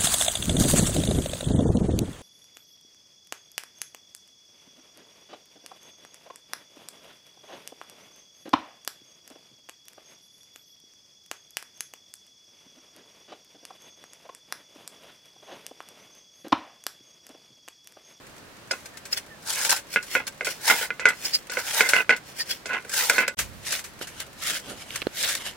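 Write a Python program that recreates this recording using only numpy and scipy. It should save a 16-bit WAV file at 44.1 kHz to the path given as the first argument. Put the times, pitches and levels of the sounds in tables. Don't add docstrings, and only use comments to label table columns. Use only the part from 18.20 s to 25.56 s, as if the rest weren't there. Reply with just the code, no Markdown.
import sys
import numpy as np
from scipy import signal
from scipy.fft import rfft, irfft, next_fast_len
from scipy.io import wavfile
from scipy.ndimage import uniform_filter1d, map_coordinates

SR = 44100
rng = np.random.default_rng(int(sys.argv[2]) if len(sys.argv) > 2 else 0)


def store_pcm(level_fs):
    pcm = np.round(np.clip(level_fs, -1, 1) * 32767).astype(np.int16)
    wavfile.write(sys.argv[1], SR, np.atleast_2d(pcm).T)


N = 324576
TIME = np.arange(N) / SR

# start_s, end_s
SILENCE_S = (5.147, 5.171)
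# start_s, level_db, body_db, edge_db, main_ring_hz, chatter_db, chatter_s
KNOCKS = [(0.5106, -14, -13, -3.5, 1380, -23, 0.021), (1.7602, -2.5, -33, -30, 1526, -16.5, 0.011),
          (1.9521, -3.5, -20.5, -21, 1487, -23.5, 0.053), (2.2094, -13.5, -15, -22, 1430, -27, 0.01),
          (2.2698, -13, -12, -10, 1470, -27, 0.022), (2.4994, -3, -29, -14, 1630, -12.5, 0.023),
          (2.612, -21, -8, -16, 1490, -29, 0.041), (2.7048, -11.5, -32, -37, 1690, -28, 0.0075),
          (2.796, -15.5, -17, -10, 1400, -33, 0.073), (2.8553, 3, -29, -19.5, 1540, -16.5, 0.046),
          (3.2969, -23.5, -10.5, -0.5, 1530, -35, 0.093), (3.3709, -11.5, -11.5, -25, 1490, -28.5, 0.033),
          (3.6075, 4, -27.5, -14, 1527, -21.5, 0.071), (3.7347, 0.5, -24.5, -17, 1545, -17.5, 0.075),
          (3.8938, 0, -21, -21, 1535, -12.5, 0.041), (4.4572, -23, -7, -0.5, 1480, -35.5, 0.034),
          (4.493, -24, -13, -15, 1490, -29, 0.095), (4.532, -16, -16, -14, 1640, -24, 0.037),
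          (4.649, -30.5, -7, -29, 1650, -45, .012), (4.8982, -3.5, -22, -12.5, 1650, -27, 0.13),
          (4.982, -3, -17.5, -14, 1385, -17, .01), (4.9906, -10, -31, -25, 1510, -22.5, 0.064),
          (5.0809, -10.5, -17.5, -13, 1550, -25.5, 0.011)]
# hz, level_db
CLATTER = [(40, -78), (120, -28), (200, -11.5), (310, -21.5), (450, -2), (700, -28), (1200, -13.5),
           (1480, 7.5), (1800, -5.5), (2200, 1), (2600, -4.5), (3700, -23.5), (7200, -35), (15000, -85)]
# hz, level_db
CRISP = [(180, -76), (300, -14.5), (1140, -6.5), (1560, 0.5), (2320, 3.5), (3030, -1), (3400, -3),
         (4590, -1), (5160, -5), (5700, 1), (9550, -2), (16000, -11)]
# hz, width_hz, level_db
SHEET = [(563, 10, 1), (887, 13, -1.5), (1569, 19, 14), (1690, 90, -26), (3520, 23, 2), (4307, 74, 17),
         (4730, 300, 4), (5110, 46, 18.5), (6500, 55, 11.5), (6270, 45, 9.5), (6950, 93, 14.5),
         (7710, 25, 15.5), (9570, 40, 12)]
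# hz, correlation
ALIKE = [(100, 0.99), (500, 1), (1200, 0.84), (2200, 0.58), (3500, 0.39), (6000, 0), (12000, 0.017)]


def amp(db):
    return 10 ** (np.asarray(db) / 20)


def unit(x):
    return x / np.sqrt(np.mean(x ** 2) + 1e-20)


def peaked(x):
    return x / np.abs(x).max()


def dying(t, t60_s):
    return amp(-60 * t / t60_s)


def ramp(t, length_s):
    return np.sin(np.pi / 2 * np.clip(t / length_s, 0, 1)) ** 2


def add(track, start_s, sound):
    room = track[:, round(start_s * SR):][:, :sound.shape[-1]]
    room += sound[..., :room.shape[1]]


def along(points, hz):
    f, v = np.transpose(points)
    return np.interp(np.log(hz + 1), np.log(f + 1), v)


def filtered(x, response):
    size = x.shape[-1]
    padded = next_fast_len(size + 8192)
    spectrum = rfft(x, padded) * response(np.fft.rfftfreq(padded, 1 / SR))
    return irfft(spectrum, padded)[..., :size]


def coloured(x, colour, size=2048):
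    cepstrum = irfft(np.log(amp(along(colour, np.fft.rfftfreq(size, 1 / SR)))))
    cepstrum[1:size // 2] *= 2
    cepstrum[size // 2 + 1:] = 0
    impulse = irfft(np.exp(rfft(cepstrum)))
    return signal.fftconvolve(x, impulse[None], axes=1)[:, :x.shape[1]]


def resonances(modes, f):
    return sum(amp(db) * 1j * f * w / (c * c - f * f + 1j * f * w) for c, w, db in modes)


def thin(x):
    return signal.sosfilt(signal.butter(3, 150, "high", fs=SR, output="sos"), x)


def noise(size, alike=ALIKE):
    def mid_side_gains(hz):
        turn = np.arccos(np.clip(along(alike, hz), -1, 1)) / 2
        return np.array([np.cos(turn), np.sin(turn)])
    mid, side = filtered(rng.standard_normal((2, size)), mid_side_gains)
    return np.array([mid + side, mid - side])


def grains(rate_hz, life_s, spread_db, alike=ALIKE):
    kicks = (rng.random(N) < rate_hz / SR) * amp(spread_db * rng.standard_normal(N)) ** 2
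    power = signal.lfilter([1], [1, -np.exp(-1 / (life_s * SR))], kicks)
    return unit(noise(N, alike) * np.sqrt(power))


def crackle(rate_hz):
    clicks = 1.0 * (rng.random(N) < rate_hz / SR)
    envelope = signal.lfilter([1], [1, -np.exp(-1 / (.0004 * SR))], clicks)
    return unit(noise(N) * envelope)


def shifting(x, depth_db):
    z = signal.stft(x, nperseg=512)[2]
    field = uniform_filter1d(rng.standard_normal(z.shape[1:]), size=4, axis=0)
    field = uniform_filter1d(field, size=12, axis=1)
    return unit(signal.istft(z * amp(depth_db * unit(field)), nperseg=512)[1][:, :N])


def wobble(rate_hz):
    return map_coordinates(rng.standard_normal(N // 50), [TIME * rate_hz])


def swells(rows):
    return sum(amp(db) * np.exp(-.5 * ((TIME - s) / sigma) ** 2) for s, db, sigma in rows)


def presses(rows):
    swell_db = 28
    gains = []
    for s, db, rise, fall in rows:
        distance = np.maximum((s - TIME) / rise, (TIME - s) / fall).clip(0, 10)
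        gains.append(amp(db - swell_db * distance))
    return np.max(gains, axis=0)


def outdoors():
    # hz, level_db
    air_colour = [(15, -63), (25, -10), (157, -1.5), (489, -5), (545, -3), (695, -6), (775, -7), (1290, -7),
                  (1610, -8), (1790, -7.5), (2000, -10), (3160, -13.5), (4370, -14.5), (16000, -27)]
    # centre_s, level_db, sigma_s
    gust = [(5.26, -45.5, 0.11)]
    air_db, later_air_db, breeze_db = -48, -47.5, -57.5
    air = unit(coloured(noise(N, [(50, 0.71), (400, 0.6), (2000, 0.057), (8000, 0.14)]), air_colour, size=8192))
    lumps = grains(rate_hz=110, life_s=.02, spread_db=1.5, alike=[(100, .3)])
    rumble_colour = [(20, -31), (60, 2.5), (100, 1.5), (150, -4), (220, -7.5), (500, -31)]
    rumble = unit(coloured(lumps, rumble_colour, size=8192))
    later = TIME > SILENCE_S[1]
    breeze = amp([[-4], [2]]) * rumble * later * (amp(breeze_db) + swells(gust))
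    return air * amp(np.where(later, later_air_db, air_db)) + breeze


def bird():
    # centre_s, level_db
    chirps = [(0.753, -50), (1.124, -45.5)]
    pitch_hz, fall_hz_per_s, sigma_s = 1790, 2800, .016
    out = 0
    for s, db in chirps:
        t = TIME - s
        out = out + swells([(s, db, sigma_s)]) * np.sin(2 * np.pi * (pitch_hz - fall_hz_per_s * t / 2) * t)
    return out


def ticking():
    smacks = grains(rate_hz=10, life_s=.005, spread_db=2.5)
    return amp(-60.5) * unit(coloured(smacks, CRISP))


def bumping():
    # start_s, level_db, pitch_hz
    taps = [(5.813, -23, 1430), (6.706, -20.5, 3050), (6.818, -15.5, 2660), (6.8214, -22, 2640),
            (6.825, -19.5, 2230), (6.8694, -17, 1560)]
    # start_s, level_db
    bumps = [(5.812, -30), (6.51, -37), (6.821, -32), (6.869, -12.5)]
    grit_colour = [(600, -7), (1500, -8), (4200, -3), (6000, -23)]
    out, t = np.zeros((2, N)), np.arange(SR // 10) / SR

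    def thud(hz, decay_s):
        return peaked(t ** 2 * np.exp(-t / decay_s) * np.sin(2 * np.pi * hz * t))

    for s, db, hz in taps:
        grit = peaked(coloured(noise(len(t)) * dying(t, 0.018), grit_colour))
        tap = peaked(thud(hz, decay_s=0.0004) + amp(1.5) * grit)
        add(out, s, amp(db) * amp([[-2], [1]]) * tap)
    for s, db in bumps:
        add(out, s, amp(db) * amp([[-6], [3]]) * thud(hz=400, decay_s=0.00064))
    return out


def ring(t, scatter_db, spread_rad):
    # hz, level_db, t60_s
    steel_modes = [(404, -33, 0.12), (417, -36, 0.035), (542, -19, 0.043), (787, -5, 0.54), (960, -8, 0.29),
                   (974, -29, .2), (1054, 17, 0.052), (1340, 6, 0.088), (1481, 25, 0.53), (1507, 17, 0.23),
                   (1672, 16.5, 0.2), (2060, 26, 0.18), (2130, 11.5, 0.15), (2553, 17, 0.18),
                   (2544, -10, 0.11), (3340, 2.5, 0.15)]
    detune = .012
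    hz, db, t60 = np.transpose(steel_modes)[:, :, None]
    hz = hz * (1 + detune * rng.standard_normal(hz.shape))
    strength = amp(db + scatter_db * rng.standard_normal(hz.shape) - 60 * t / t60)
    phase = spread_rad * np.sqrt(hz / hz.max()) * rng.standard_normal((2, len(hz), 1))
    return (strength * np.sin(2 * np.pi * hz * t + phase)).sum(axis=1)


def skidding():
    rise_s, sag_db, dies_db_per_s = 0.012, 5.5, 525
    tone_db, rattle_db = -2, -7
    blows = shifting(grains(rate_hz=700, life_s=.0009, spread_db=3), depth_db=2.5)
    rattle = unit(coloured(blows, CLATTER))
    out, t = np.zeros((2, N)), np.arange(SR // 4) / SR
    for s, *_, db, length in KNOCKS:
        part = round(s * SR) + np.arange(len(t))
        steel = ring(t, scatter_db=2.5, spread_rad=.45) * dying(t, .12)
        tone = unit(signal.fftconvolve(blows[:, part], steel, axes=1)[:, :len(t)])
        loss_db = sag_db * np.minimum(t / length, 1) + dies_db_per_s * np.maximum(t - length, 0)
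        chatter = amp(tone_db) * tone + amp(rattle_db) * rattle[:, part]
        add(out, s, ramp(t, rise_s) * amp(db - loss_db) * chatter)
    return out


def knocking():
    # hz, level_db
    edge_colour = [(1500, -43), (2800, 3), (4500, 8), (7000, 7), (10000, -2.5), (15000, -46)]
    body_colour = [(40, -43), (220, -20.5), (520, 9.5), (700, -1), (1500, -33)]
    edge_rise_s = 0.0016
    steel_db, main_db, buzz_db = -4, -13, -9
    partner_ratio = 1.43
    out, t = np.zeros((2, N)), np.arange(SR // 5) / SR
    for s, db, body_db, edge_db, hz, *_ in KNOCKS:
        contacts = np.zeros((2, len(t)))
        gaps_s = rng.uniform(.0011, .0022, size=6)
        contact_s = np.cumsum(gaps_s) - gaps_s[0]
        contacts[:, np.round(contact_s * SR).astype(int)] = .68 ** np.arange(6)
        clack = peaked(coloured(contacts, CLATTER))
        buzz = peaked(coloured(noise(len(t)) * dying(t, .04), CLATTER))
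        edge = peaked(coloured(noise(len(t)) * ramp(t, edge_rise_s) * dying(t, 0.086), edge_colour))
        body = peaked(coloured(noise(len(t), [(400, 0.98)]) * dying(t, 0.094), body_colour))
        steel = peaked(ring(t, scatter_db=3, spread_rad=.5) * dying(t, .2))
        main = np.sin(2 * np.pi * hz * t) + np.sin(2 * np.pi * partner_ratio * hz * t)
        main = main * dying(t, .05)
        metal = peaked(clack + amp(steel_db) * steel + amp(main_db) * main + amp(buzz_db) * buzz)
        add(out, s, amp(db) * (metal + amp(edge_db) * edge + amp(body_db) * body))
    return np.tanh(out)


def snapping():
    # start_s, level_db, crackle_t60_s
    snaps = [(0.5112, -26.5, 0.57), (0.6569, -26, 0.081), (0.7721, -28, 0.075), (0.8539, -26.5, 0.12),
             (0.9298, -28, 0.037), (0.9727, -22, 0.11), (1.4484, -9.5, 0.047), (1.493, -8.5, 0.068),
             (1.5148, -10, 0.032), (1.5623, -19.5, 0.15), (1.827, -26, 0.12), (2.0683, -21, 0.094),
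             (2.0765, -17, 0.045), (2.2468, -16.5, 0.16), (2.8866, -16.5, 0.093), (3.689, -8.5, 0.14),
             (3.9636, -24, 0.077), (4.458, -27, 0.6), (4.6943, -22, 0.066), (4.7165, -25, 0.023),
             (4.7375, -14.5, 0.033), (4.8968, -4.5, 0.024), (4.932, -19, 0.052), (5.0788, -11, 0.028),
             (5.1883, -12.5, 0.16), (5.5214, -11.5, 0.063), (5.5883, -20.5, 0.12), (5.6405, -26, 0.17),
             (5.871, -26.5, 0.15), (6.001, -18.5, 0.048), (6.304, -14, 0.027), (6.7573, -15, 0.05),
             (7.087, -14, 0.17), (7.1505, -12, 0.027)]
    pan_db = 1.3
    out, t = np.zeros((2, N)), np.arange(SR // 6) / SR
    hz, width, level = np.transpose(SHEET)[:, :, None]
    for s, db, t60 in snaps:
        burst = noise(len(t)) * dying(t, t60) * (1 - np.exp(-t / 0.0012))
        phase = hz / 3000 * rng.standard_normal((2, len(hz), 1))
        modes = amp(level) * np.exp(-np.pi * width * t) * np.sin(2 * np.pi * hz * t + phase)
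        pluck = unit(modes.sum(axis=1))
        pluck_db = -2 if s < SILENCE_S[0] else -9
        snap = peaked(unit(coloured(burst, CRISP)) + amp(pluck_db) * pluck)
        add(out, s, amp(db) * amp([[pan_db / 2], [-pan_db / 2]]) * snap)
    return out


def sliding():
    # peak_s, level_db, rise_s, fall_s
    slides = [(5.192, -30.5, 0.036, 0.054), (5.824, -29, 0.024, 0.052), (6.02, -32.5, 0.13, 0.04),
              (6.5, -37.5, 0.14, 0.16), (6.62, -39, 0.16, 0.073), (6.757, -35.5, 0.19, 0.18),
              (7.21, -35, 0.067, 0.081), (7.272, -28.5, 0.074, 0.078)]
    # centre_s, level_db, sigma_s
    grips = [(5.825, -44, 0.0055), (6.32, -45, 0.023), (6.51, -40.5, 0.031)]
    # hz, level_db
    wet_colour = [(180, -9), (300, -8), (994, -9.5), (1610, -1.5), (2480, -3), (2980, 3.5), (3640, -4.5),
                  (9710, -8), (14200, -17), (16000, -34)]
    grains_wet = grains(rate_hz=3600, life_s=0.0086, spread_db=4.5)
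    wet = shifting(grains_wet, depth_db=3) + amp(-5.5) * crackle(rate_hz=220)
    grip = unit(coloured(noise(N), [(60, -15), (200, 2), (550, 0.5), (800, -5), (1500, -35)]))
    return presses(slides) * unit(coloured(wet, wet_colour)) + swells(grips) * grip * amp([[-3], [1]])


def squeaking():
    # centre_s, level_db, sigma_s, pitch_hz
    squeaks = [(0.515, -29, 0.0037, 5160), (0.932, -22.5, 0.0029, 5210), (0.976, -34, 0.0071, 3430),
               (3.058, -28.5, 0.0063, 5100), (3.149, -19, 0.01, 4960), (4.207, -30.5, .008, 1830),
               (4.213, -28, 0.01, 4600), (4.315, -26, 0.0089, 3320)]
    # hz, width_hz, level_db
    tines = [(4220, 44, -7), (4800, 150, -1), (5260, 36, -3)]
    width_hz, tines_db = 30, -1
    out, t = np.zeros((2, N)), np.arange(-SR // 10, SR // 10) / SR
    for s, db, sigma, hz in squeaks:
        slips = noise(len(t), [(2000, 0.56), (5000, -0.89)])
        note = unit(filtered(slips, lambda f: resonances([(hz, width_hz, 0)], f)))
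        edges = unit(filtered(slips, lambda f: resonances(tines, f)))
        add(out, s + t[0], amp(db) * np.exp(-.5 * (t / sigma) ** 2) * (note + amp(tines_db) * edges))
    return out


def rubbing():
    # peak_s, level_db, rise_s, fall_s
    rubs = [(.932, -29, 0.031, 0.042), (.978, -34.5, 0.06, 0.05), (1.745, -31, 0.062, 0.042),
            (1.952, -33, 0.16, 0.078), (2.255, -34.5, 0.0082, 0.21), (2.31, -33.5, 0.049, 0.088),
            (3.066, -32.5, 0.15, 0.15), (3.15, -33.5, 0.054, 0.076), (3.32, -33.5, 0.015, 0.12),
            (3.395, -31, 0.07, 0.057), (4.08, -47, .06, 0.21), (4.206, -32, 0.07, 0.046),
            (4.31, -31.5, 0.072, 0.09)]
    # hz, level_db
    punched_colour = [(200, -21), (550, -8), (1100, -16), (1800, -3.5), (2500, -4), (3300, -3.5),
                      (3800, -8), (4400, -14), (5300, -4), (5900, -2.5), (6500, -15), (8000, -9.5),
                      (11000, -11.5), (15500, -12)]
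    slips = shifting(grains(rate_hz=1200, life_s=.002, spread_db=3.5), depth_db=2)
    sheet = unit(filtered(slips, lambda f: resonances(SHEET, f)))
    return presses(rubs) * (amp(2) * unit(coloured(slips, punched_colour)) + amp(-3.0) * sheet)


def pushes():
    # start_s, length_s, glide_db, bite_after_s, bite_db, bite_width_s, flesh_over_hiss_db
    cuts = [(1.233, 0.386, -31.5, .275, -17.5, 0.0062, -1.5), (2.4, 0.3, -34, 0.083, -25.5, 0.017, 2.5),
            (3.398, 0.46, -37.5, 0.16, -27.5, 0.031, 1), (4.681, 0.38, -34.5, 0.1, -28, 0.034, 1.5),
            (5.413, 0.221, -36, 0.11, -31, 0.022, -3), (6.181, .25, -33.5, 0.1, -32.5, 0.011, -1),
            (6.921, 0.29, -32.5, 0.11, -27.5, 0.0083, 0)]
    push_s, first_touch_db = 0.056, 20.5
    stop_s, flesh_lag_s, uneven_db = 0.08, 0.019, 1
    hiss, flesh = np.zeros((2, N))
    for s, length, glide_db, after, bite_db, width, flesh_db in cuts:
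        t = TIME - s
        moving = amp(first_touch_db * np.minimum(t / push_s - 1, 0)) * ramp(length - t, stop_s)

        def force(bite_s):
            return moving * (amp(glide_db) + amp(bite_db) * np.exp(-np.abs(t - bite_s) / width))

        hiss += force(after)
        flesh += amp(flesh_db) * force(after + flesh_lag_s)
    return np.array([hiss, flesh]) * amp(uneven_db * wobble(rate_hz=70))


def cutting():
    # hz, level_db
    hiss_colour = [(200, -83), (1500, -32), (3500, -4), (5000, 3), (7000, 2), (8000, 0.5), (10000, -1),
                   (13000, -9.5), (15000, -32), (16000, -36)]
    flesh_colour = [(40, -47), (150, -21), (300, -19.5), (500, -2.5), (700, -5), (900, 4), (1150, -6.5),
                    (1500, 7.5), (2200, 1), (3000, -1.5), (4000, -0.5), (7000, -6)]
    heap_colour = [(100, -12), (300, -36), (550, 3.5), (950, -8.5), (1300, 2.5), (1800, 6), (2800, 5),
                   (3800, 6), (5000, -4), (8000, -6.5)]
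    cells = shifting(grains(rate_hz=1500, life_s=.0012, spread_db=3.5), depth_db=1.8)
    cells = cells + amp(-5) * crackle(rate_hz=200)
    hiss_gain, flesh_gain = pushes()
    hiss = unit(coloured(cells, hiss_colour)) * hiss_gain
    fibres = shifting(grains(rate_hz=510, life_s=0.0043, spread_db=1.5), depth_db=3.5)
    on_plate, on_heap = unit(coloured(fibres, flesh_colour)), unit(coloured(fibres, heap_colour))
    body = amp(2.5) * np.where(TIME < SILENCE_S[0], on_plate, on_heap)
    return hiss + body * flesh_gain


def scene():
    # hz, l_minus_r_db
    lean = [(200, -0.5), (1000, -1.5), (2400, -3.5), (4000, 0.5), (8000, 2), (14000, 3)]
    lead_s = 2.5e-5
    potato = cutting() + rubbing() + squeaking() + sliding() + ticking()
    near = potato + thin(skidding() + knocking()) + bumping() + outdoors() + bird()

    def channels(hz):
        tilt_db = along(lean, hz)
        gain = amp(np.array([tilt_db, -tilt_db]) / 2)
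        return gain * np.exp(1j * np.pi * lead_s * np.array([hz, -hz]))

    return filtered(near, channels) + thin(snapping())


def record(dry):
    top_hz = 15900
    running = 1.0 * ((TIME < SILENCE_S[0]) | (TIME > SILENCE_S[1]))
    running = uniform_filter1d(running, size=200)
    return filtered(np.clip(dry * running, -.95, .95), lambda hz: hz < top_hz)


dry = scene()
out = record(dry)
store_pcm(out)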